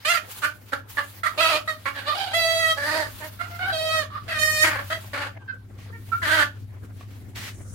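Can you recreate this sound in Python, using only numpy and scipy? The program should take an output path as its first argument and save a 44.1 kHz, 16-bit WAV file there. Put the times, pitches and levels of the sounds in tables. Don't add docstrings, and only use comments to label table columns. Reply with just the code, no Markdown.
import sys
import numpy as np
from scipy import signal
from scipy.fft import rfft, irfft, next_fast_len
from scipy.io import wavfile
from scipy.ndimage import uniform_filter1d

SR = 44100
rng = np.random.default_rng(int(sys.argv[2]) if len(sys.argv) > 2 else 0)


def output_pcm(signal):
    pcm = np.clip(np.atleast_2d(signal).T, -1, 1) * 32767
    wavfile.write(sys.argv[1], SR, np.round(pcm).astype(np.int16))


N = 341334


def from_db(db):
    return 10 ** (np.asarray(db) / 20)


def rms_one(x):
    return x / np.sqrt(np.mean(x ** 2) + 1e-20)


def in_time(rows):
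    s, *columns = np.transpose(rows)
    return [np.interp(np.arange(N) / SR, s, c) for c in columns]


def at_hz(points, hz):
    table_hz, value = np.array(points).T
    return np.interp(np.log(hz), np.log(table_hz), value)


def band_pass(order, edges_hz, x):
    return signal.sosfilt(signal.butter(order, edges_hz, "band", fs=SR, output="sos"), x)


def drift(rate_hz, size=N):
    r = np.exp(-2 * np.pi * rate_hz / SR)
    run_in = 20000
    wander = signal.lfilter([1], [1, -2 * r, r * r], rng.standard_normal(size + run_in))
    return rms_one(wander[run_in:])


def banded_noise(spectrum, patchy_db, likeness):
    out = 0
    edges_hz = 25 * 2 ** np.arange(0, 9.6, .5)
    white = rng.standard_normal((2, 2, N))
    flicker = [drift(14.7) for _ in range(4)]
    for k, (low_hz, high_hz) in enumerate(zip(edges_hz, edges_hz[1:])):
        mid, side = band_pass(2, [low_hz, high_hz], white[k % 2])
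        hz = np.sqrt(low_hz * high_hz)
        alike = np.clip(at_hz(likeness, hz), -1, 1)
        gain = from_db(at_hz(spectrum, hz) + patchy_db * (flicker[0] + flicker[1 + k % 3]))
        out = out + gain * (np.sqrt(1 + alike) * mid + np.sqrt(1 - alike) * side * [[1], [-1]])
    return rms_one(out)


def faded(size, rise_s, fall_s):
    t = np.arange(size) / SR
    return np.clip(np.minimum(t / rise_s, (t[-1] - t) / fall_s), 0, 1)


def swell(start_s, rise_s, hold_s, fall_s, depth_db=-25):
    corners_s = start_s + np.cumsum([0, rise_s, hold_s, fall_s])
    levels_db = [depth_db, 0, 0, depth_db]
    return from_db(np.interp(np.arange(N) / SR, corners_s, levels_db, left=-200, right=-200))


CLEAR, FRAYING, THIN = (.05, .95, .1, .05), (.05, .8, .5, .05), (.16, .5, .25, .06)
BREAKING, HOARSE = (.28, .35, .5, .35), (.3, .5, .42, .2)
HARSH, RASPING = (.42, .5, .6, .2), (.5, .3, .62, .1)
TEARING, CLEARING = (.17, .3, .52, .15), (.38, .5, .14, .15)
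BUZZY, DOUBLED, CROAKY = (.36, .5, .48, .6), (.38, .5, .52, .9), (.55, .5, .75, .7)
# (beak resonance [Hz], mouth resonance [Hz], beak prominence [dB],
#   windpipe tone, rasp, sheen [dB re breath], manner)
SQUAWKS = [ (1750, 2750, 6.6, -7, -2, -9.5, TEARING), (1370, 2700, 8.7, 0, 1, -10.5, BREAKING),
           (2060, 3520, 8.9, 0.5, -3, -12.5, CLEAR), (1720, 4670, 17.3, -1, -7, -12.5, BUZZY),
           (1610, 3470, 5.7, 0.5, -2, -12, FRAYING), (1820, 1730, 12, -4, -1.5, -5.5, CLEAR),
           (1665, 3180, 15, -5.5, -5, -13.5, DOUBLED), ]
# (time [s], pitch [Hz], breath [dB], gain from the open beak [dB])
SQUAWK_EFFORT = [
    [(.048, 595.6, -31.5, 1), (.073, 621.4, -26.5, -2), (.109, 700.4, -27.5, 6), (.183, 625, -31, 4),
     (.22, 640.4, -74, -5)],
    [(1.375, 604, -39, 0), (1.39, 618, -28.5, -10), (1.412, 660, -31, 8.5), (1.462, 646.6, -27.5, 4),
     (1.562, 628.7, -28.5, -1.5), (1.62, 628, -62.5, 9)],
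    [(2.33, 661, -30.5, 7), (2.364, 673, -26, -2), (2.424, 659.7, -26, -4), (2.486, 657, -29.5, 1),
     (2.588, 656.5, -30.5, 1.5), (2.724, 644, -32.5, 8.5), (2.76, 656.4, -53, -2)],
    [(2.762, 560, -40, 3), (2.785, 563, -37.5, 6.5), (2.82, 549, -38.5, 9), (2.884, 618, -30.5, 1.5),
     (2.978, 617, -28, -2), (3.028, 607, -32.5, 3.5), (3.08, 593, -48.5, 3)],
    [(3.72, 664, -28.5, -19), (3.756, 635.4, -32.5, -8.5), (3.854, 637.4, -31, -9), (3.94, 636.3, -32, 4),
     (3.994, 625.4, -33.5, 7), (4.024, 599.6, -38.5, 2.5), (4.07, 593, -58.5, 7)],
    [(4.38, 600, -27, -1), (4.394, 624, -30, -2.5), (4.432, 615.7, -32.5, 11.5), (4.486, 620.7, -37, 12),
     (4.6, 616.7, -30.5, 2.5), (4.63, 623, -28, 8.5)],
    [(6.215, 686, -37, 22), (6.233, 692, -34, 7.5), (6.255, 593, -33, 5.5), (6.325, 638.5, -25, 3),
     (6.433, 580, -29.5, 6.5), (6.48, 592, -46, -5)],
]
# (start [s], rise [s], hold [s], fall [s], peak [dB], change over the hold [dB],
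#   first pitch [Hz], last pitch [Hz], beak resonance [Hz], mouth resonance [Hz],
#   beak prominence [dB], windpipe tone, rasp, sheen [dB re peak], manner)
CLUCKS = [ (.418, .027, .01, .065, -24.5, -1.5, 604.3, 596, 1510, 2700, 14, -12, -10, -14, BUZZY),
          (.72, .016, 0.0097, .05, -28, -5, 557, 555, 1530, 3200, 22, -9.5, -15, -21, CROAKY),
          (0.969, .019, 0.0049, .05, -23, 0.5, 582.5, 582, 1720, 3160, 11, -13.5, -15.5, -24, BUZZY),
          (1.232, .015, .02, 0.062, -24, 1.5, 660.5, 620, 1400, 3470, 3.6, -19, -15.5, -19.5, HARSH),
          (1.675, 0.011, 0.025, 0.052, -26.5, -4, 635.6, 612, 1800, 3460, 3.1, -11, -12, -20, THIN),
          (1.854, .015, 0.023, 0.038, -29, 0.5, 556.6, 582, 1600, 2770, 2.5, -10, -12.5, -21.5, BUZZY),
          (1.94, .024, .085, 0.0055, -33, -9, 563.3, 570, 1720, 3100, 15, -9, -7, -19, CROAKY),
          (2.055, 0.03, .045, .012, -25.5, -8.5, 566, 635, 1220, 3600, 5.8, -4.5, -4, -20, HOARSE),
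          (2.139, .012, .17, 0.0082, -37.5, -5, 749.5, 801.5, 1630, 3300, 2.7, 5.5, 3.5, -9, RASPING),
          (3.2, 0.037, 0.0091, 0.049, -39.5, 1, 612.5, 603, 1750, 2750, 10, 1.5, -9, -18, DOUBLED),
          (3.39, .024, 0.043, 0.012, -31.5, -11, 686, 679, 1410, 2730, 7.3, -10.5, -13.5, -22, HARSH),
          (3.5, 0.0099, 0.054, .012, -48.5, 3.5, 702, 701, 1450, 2930, 5.4, 1.5, -13, -33, THIN),
          (3.59, 0.041, 0.077, 0.019, -29, 0, 720, 808, 1550, 3000, 12, -4.5, -14, -30.5, HOARSE),
          (4.101, 0.064, .015, .035, -34, 0, 584.4, 589.4, 1185, 3300, 11, -22, -18, -34, HARSH),
          (4.278, 0.0081, 0.092, .004, -32, 3.5, 658, 613.4, 1655, 2830, 19, -8, -6, -17.5, CLEARING),
          (4.63, .015, 0.041, 0.0035, -21, -4, 632, 634, 1750, 2800, 6.9, -8.5, -9, -11, DOUBLED),
          (4.69, 0.0061, .11, 0.046, -29, -3.5, 577, 544, 1600, 2970, 9.7, -10, -14.5, -24, CROAKY),
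          (4.9, 0.03, 0.011, .06, -23.5, -8, 667.5, 637, 1770, 3290, 25, -7.5, -9.5, -17, HOARSE),
          (5.131, 0.0176, .11, 0.055, -29.5, -2.5, 567, 578, 1580, 2820, 11, -6, -9, -18.5, CROAKY),
          (5.381, .04, 0.004, .03, -54, 2.5, 540, 527.3, 1600, 3340, 41, -18, -21, -26, THIN),
          (5.475, 0.026, 0.0049, .03, -30, 1, 530, 492, 1550, 2580, 32, -42, -26, -55, THIN),
          (5.925, 0.013, 0.022, .04, -45.5, 1, 461, 457, 1720, 2800, 20, -6.5, -23, -30, THIN),
          (6.117, .018, .05, .022, -24, -20, 455.5, 453.5, 1340, 2710, 26, -27, -28.5, -36, THIN), ]


def hen():
    out, last_end_s = np.zeros((2, N)), 0
    cries = [cluck(*row) for row in CLUCKS]
    cries += [voiced(effort, *voice) for effort, voice in zip(SQUAWK_EFFORT, SQUAWKS)]
    for rows, manner, beak_db in sorted(cries, key=lambda c: c[0][0][0]):
        start_s = rows[0][0]
        rise_s = .016 if start_s - last_end_s < .012 else .003
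        sound = cry(rows, *manner, beak_db, rise_s)
        start, last_end_s = round(start_s * SR), rows[-1][0]
        out[:, start:start + sound.shape[1]] += sound
    return out


ONSET_DB, DYING_DB = -14, -26
ABRUPT_S = 0.036
BLOOM = 0.23


def cluck(start_s, rise_s, hold_s, fall_s, peak_db, change_db, first_hz, last_hz, *voice):
    s = start_s + np.cumsum([0, rise_s, hold_s, fall_s])
    onset_db = ONSET_DB * min(1, rise_s / ABRUPT_S)
    dying_db = DYING_DB * min(1, fall_s / ABRUPT_S)
    shape_db = np.array([onset_db, 0, change_db, change_db + dying_db])
    hz = np.interp(s, [s[0], s[-1]], [first_hz, last_hz])
    return voiced(zip(s, hz, peak_db + (1 - BLOOM) * shape_db, BLOOM * shape_db), *voice)


RASP_FOLLOWS, SHEEN_FOLLOWS = 0.21, 0.48


def voiced(effort, beak_hz, mouth_hz, beak_db, low_db, rasp_db, sheen_db, manner):
    rows = [(s, hz, beak_hz, mouth_hz, breath_db + gape_db, low_db - gape_db,
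             rasp_db - (1 - RASP_FOLLOWS) * gape_db, sheen_db - (1 - SHEEN_FOLLOWS) * gape_db)
            for s, hz, breath_db, gape_db in effort]
    return rows, manner, beak_db


CATCH, CATCH_S, BREAK_S = .3, .018, .04
BEAK_WIDTH_HZ, MOUTH_WIDTH_HZ, MOUTH_DB = 195, 490, 8
CUTOFF_HZ = 15850
HOP = 64
BAND_EDGES_HZ = [1000, 2300, 5500]
# (frequency [Hz], level [dB])
THROAT = [(200, -3.5), (330, -6), (630, 3), (950, 2.5), (2400, 0), (3300, -1.5), (4500, 2), (5400, -9),
          (7000, -8.5), (10000, -9), (15500, -24)]
# (frequency [Hz], level [dB])
APART = [(300, -27), (650, -12), (1300, -1), (4000, 3), (14000, -1.5)]


def cry(rows, rough, breaks_at, broken, half, beak_db, rise_s, jitter=.07, shimmer_db=3.5, sway=.4):
    s, *columns = np.transpose(rows)
    t = np.arange(s[0], s[-1] + .016, 1 / SR)
    pitch, beak, mouth, level_db, low_db, rasp_db, sheen_db = [np.interp(t, s, c) for c in columns]

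    break_s = s[0] + breaks_at * (s[-1] - s[0])
    rough = rough + (broken - rough) * np.clip((t - break_s) / BREAK_S, 0, 1)
    rough = rough + CATCH * np.exp((s[0] - t) / CATCH_S)
    unsteady = jitter * rough * drift(60, size=len(t)) + .003 * drift(18, size=len(t))
    half_phase = np.pi * np.cumsum(pitch * (1 + unsteady)) / SR

    orders = np.arange(1, int(2 * CUTOFF_HZ / pitch.mean()) + 2)[:, None]
    hz = orders * pitch[::HOP] / 2
    beak_peak_db = beak_db / (1 + ((hz - beak[::HOP]) / BEAK_WIDTH_HZ) ** 2)
    mouth_peak_db = MOUTH_DB / (1 + ((hz - mouth[::HOP]) / MOUTH_WIDTH_HZ) ** 2)
    shape = from_db(at_hz(THROAT, hz) + beak_peak_db + mouth_peak_db)

    smear = np.clip(rough[::HOP] * (hz / 1500) ** .5, 0, .95)
    tone = np.where(orders % 2, half, 1) * (1 - smear)
    smear = smear * np.where(orders % 2, np.sqrt(half), 1)

    power = shape ** 2 * (tone ** 2 + smear ** 2 / 2) / 2
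    band = np.digitize(hz, BAND_EDGES_HZ)
    for k, share_db in enumerate((low_db, 0 * low_db, rasp_db, sheen_db)):
        total = np.sum(power * (band == k), axis=0)
        scaled = shape * from_db(share_db[::HOP]) / np.sqrt(total + 1e-9)
        shape = np.where(band == k, scaled, shape)

    noise_size = (4,) + hz.shape
    fast = uniform_filter1d(rng.standard_normal(noise_size), size=2, axis=2) * smear * 0.65
    slow = uniform_filter1d(rng.standard_normal(noise_size), size=25, axis=2) * np.sqrt(25 / 2) * tone
    apart = from_db(at_hz(APART, hz))
    parts = shape * np.array([tone + fast[0] + sway * slow[0],
                              fast[1] + sway * slow[1],
                              apart * (0.89 * fast[2] + slow[2]),
                              apart * (0.5 * fast[3] + slow[3])])

    place = np.arange(len(t)) / HOP
    left_of = np.minimum(place.astype(int), hz.shape[1] - 2)
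    share = place % 1
    mid_side = np.zeros((2, len(t)))
    for k, order in enumerate(orders[:, 0]):
        sizes = parts[:, k, left_of] * (1 - share) + parts[:, k, left_of + 1] * share
        angle = order * half_phase + 0.595 * order ** 1.3
        mid_side += sizes[::2] * np.sin(angle) + sizes[1::2] * np.cos(angle)
    ports = mid_side[0] + mid_side[1] * np.array([[1], [-1]])
    gain = from_db(level_db + shimmer_db * rough * drift(34, size=len(t)))
    return ports * gain * faded(len(t), rise_s, 0.011)


# (time [s], relative strike level [dB])
TICKS = [(5.789, -28), (6.847, -34), (7.01, -19.5), (7.352, -43)]
# (frequency [Hz], relative level [dB], T60 [s])
TICK_MODES = [(746, 0, .03), (1144, 4.5, .03), (1700, -2, 0.013), (2400, -3, .02), (3650, -13, .015)]


def ticks():
    clicks, out = np.zeros(N), np.zeros(N)
    clicks[[round(s * SR) for s, _ in TICKS]] = from_db(np.array(TICKS)[:, 1] - 22.5)
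    for hz, mode_db, t60_s in TICK_MODES:
        r, w = from_db(-60 / (t60_s * SR)), 2 * np.pi * hz / SR
        ring = signal.lfilter([0, np.sin(w)], [1, -2 * r * np.cos(w), r * r], clicks + 1e-18)
        out += from_db(mode_db) * ring
    return out


# (frequency [Hz], T60 [s])
SHED_T60 = [(200, 0.26), (1500, 0.19), (5000, 0.17), (14000, 0.14)]
# (frequency [Hz], level [dB])
RIGHT_COLOUR = [(300, -0.5), (800, -1), (1500, 3), (4000, 4), (8000, -3.5), (14000, 15.5)]


def shed(x, tail_db=-6.0):
    size, t = next_fast_len(N + SR), np.arange(SR // 2) / SR
    edges_hz, white = np.geomspace(100, 17000, 8), rng.standard_normal((2, len(t)))
    tail = 0
    for low_hz, high_hz in zip(edges_hz, edges_hz[1:]):
        decay = from_db(-60 * t / at_hz(SHED_T60, np.sqrt(low_hz * high_hz)))
        tail = tail + band_pass(2, [low_hz, high_hz], white) * decay
    response = from_db(tail_db) * rms_one(tail * np.clip(t / 0.014, 0, 1)) / np.sqrt(len(t))
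    response[:, 0] = 1
    hz = np.arange(size // 2 + 1) * SR / size + 1
    colour = from_db(at_hz(RIGHT_COLOUR, hz) * np.array([[-.5], [.5]]))
    return irfft(rfft(x, size) * rfft(response, size) * colour, size)[:, :N]


# (start [s], rise [s], hold [s], fall [s], level [dB])
RUBS = [(5.767, .02, 0.067, 0.081, -52.5), (6.836, 0.012, 0.0044, 0.055, -58),
        (6.924, 0.082, .01, 0.11, -51.5), (7.084, 0.025, 0.057, .04, -57), (7.345, 0.014, 0.13, 0.07, -36)]
# (frequency [Hz], relative level [dB per Hz])
CRATE_SPECTRUM = [(240, -36), (400, -17), (1570, -10.5), (1750, -11), (2040, -2), (2650, -8), (3960, -12),
                  (14400, -25), (15800, -20)]


def crate():
    stroke = sum(from_db(db) * swell(*times) for *times, db in RUBS)
    return stroke * banded_noise(CRATE_SPECTRUM, patchy_db=-0.5, likeness=[(500, 0.26), (8000, 0.12)])


# (start [s], rise [s], hold [s], fall [s], treble [dB], body [dB])
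RUSTLES = [(0.0, 0.0028, 0.23, .05, -57, -51.5), (0.222, 0.087, 0.081, 0.19, -41.5, -45.5),
           (0.535, 0.018, 0.11, 0.058, -59, -68), (0.659, 0.032, 0.1, 0.081, -57, -54),
           (0.856, 0.047, 0.074, 0.24, -43, -48), (0.993, 0.038, 0.13, 0.28, -51, -54.5),
           (1.19, 0.067, 2.6, .15, -54, -54), (2.89, 0.18, .26, 0.089, -49, -54),
           (3.31, 0.19, 0.77, 0.18, -63, -56.5), (4.22, .3, 0.54, 0.3, -47, -48),
           (5.74, 0.09, .07, 0.054, -71, -60), (5.86, 0.14, 0.33, .2, -52.5, -56),
           (6.298, 0.15, 0.12, 0.16, -69, -61), (7.0, 0.16, .03, 0.11, -59, -64)]
# (time [s], level [dB])
SWISH = [(7.5, -60), (7.524, -58.5), (7.74, -50.5)]
STILL_DB = (-94, -70.5)


def rustle():
    rubs = sum(from_db(row[4:])[:, None] * swell(*row[:4]) for row in RUSTLES)
    treble, dull = from_db(STILL_DB)[:, None] + rubs
    noise = banded_noise([(500, -30.0), (900, -1.5), (5000, -3.5), (15000, 5)], patchy_db=2.0,
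                         likeness=[(500, 0.16), (8000, 0.019)])
    top = rms_one(band_pass(4, [5660, 22000], noise))
    body = rms_one(band_pass(4, [405, 4540], noise))
    thin = rms_one(band_pass(4, [5630, 9800], noise))
    swish = from_db(in_time(SWISH)[0]) * (np.arange(N) > SWISH[0][0] * SR)
    return treble * top + dull * body + swish * thin


HUM_HZ = 99.5
# (time [s], hum [dB], rumble before its lift [dB])
HUM = [(0.0, -51.5, -62.5), (1.4, -48, -58.5), (3.86, -42.5, -55.5), (4.5, -41, -51.5), (5.5, -43, -59.5),
       (6.15, -39, -48), (6.5, -39.5, -54), (7.74, -39.5, -48.5)]
# (multiple of the hum [1], level [dB re hum])
HUM_PARTNERS = [(1.135, -10.5), (2.0, -20), (2.64, -21.5)]
# (frequency [Hz], relative level [dB per Hz])
RUMBLE = [(25, -36), (45, -5.5), (70, 6.5), (130, -6), (300, -5.5), (600, -36.5)]
# (frequency [Hz], left-right likeness [0-1])
LIKENESS = [(60, 0.47), (240, 0.8), (950, 0.03), (3770, 0.06), (15000, 0.15)]


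def motor():
    hum_db, rumble_db = in_time(HUM)
    phase = 2 * np.pi * HUM_HZ * np.arange(N) / SR
    lines = np.sin(phase + 0.61 * drift(3.6)) * from_db(1.45 * drift(3.0))
    for multiple, line_db in HUM_PARTNERS:
        line_gain = from_db(line_db + 2.2 * drift(5.2))
        lines += line_gain * np.sin(multiple * phase + 1.45 * drift(2.15))
    rumble = from_db(rumble_db + 5.5) * banded_noise(RUMBLE, patchy_db=2.2, likeness=LIKENESS)
    hum = np.sqrt(2) * from_db(hum_db) * lines
    return (hum + rumble) * from_db([[.9], [-.9]])


AIR_DB = -56
# (frequency [Hz], relative level [dB per Hz])
AIR_SPECTRUM = [(100, -13), (250, -7), (500, -4), (1000, -8), (2000, -11.5), (4000, -38.5), (15000, -43.5)]


def air():
    return from_db(AIR_DB) * banded_noise(AIR_SPECTRUM, patchy_db=4.0, likeness=LIKENESS)


# (time [s], left minus right [dB])
PAN = [(0.0, -2.5), (0.92, -2), (1.45, -2), (4.39, -2.5), (4.67, 2), (5.46, 1), (6.6, -0.5)]


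def scene():
    voice = shed(hen() + ticks()) * from_db(in_time(PAN)[0] * np.array([[.5], [-.5]]))
    return voice + crate() + rustle() + motor() + air()


def record(dry):
    return signal.sosfilt(signal.ellip(12, .5, 75, CUTOFF_HZ, fs=SR, output="sos"), dry)


dry = scene()
out = record(dry)
output_pcm(out)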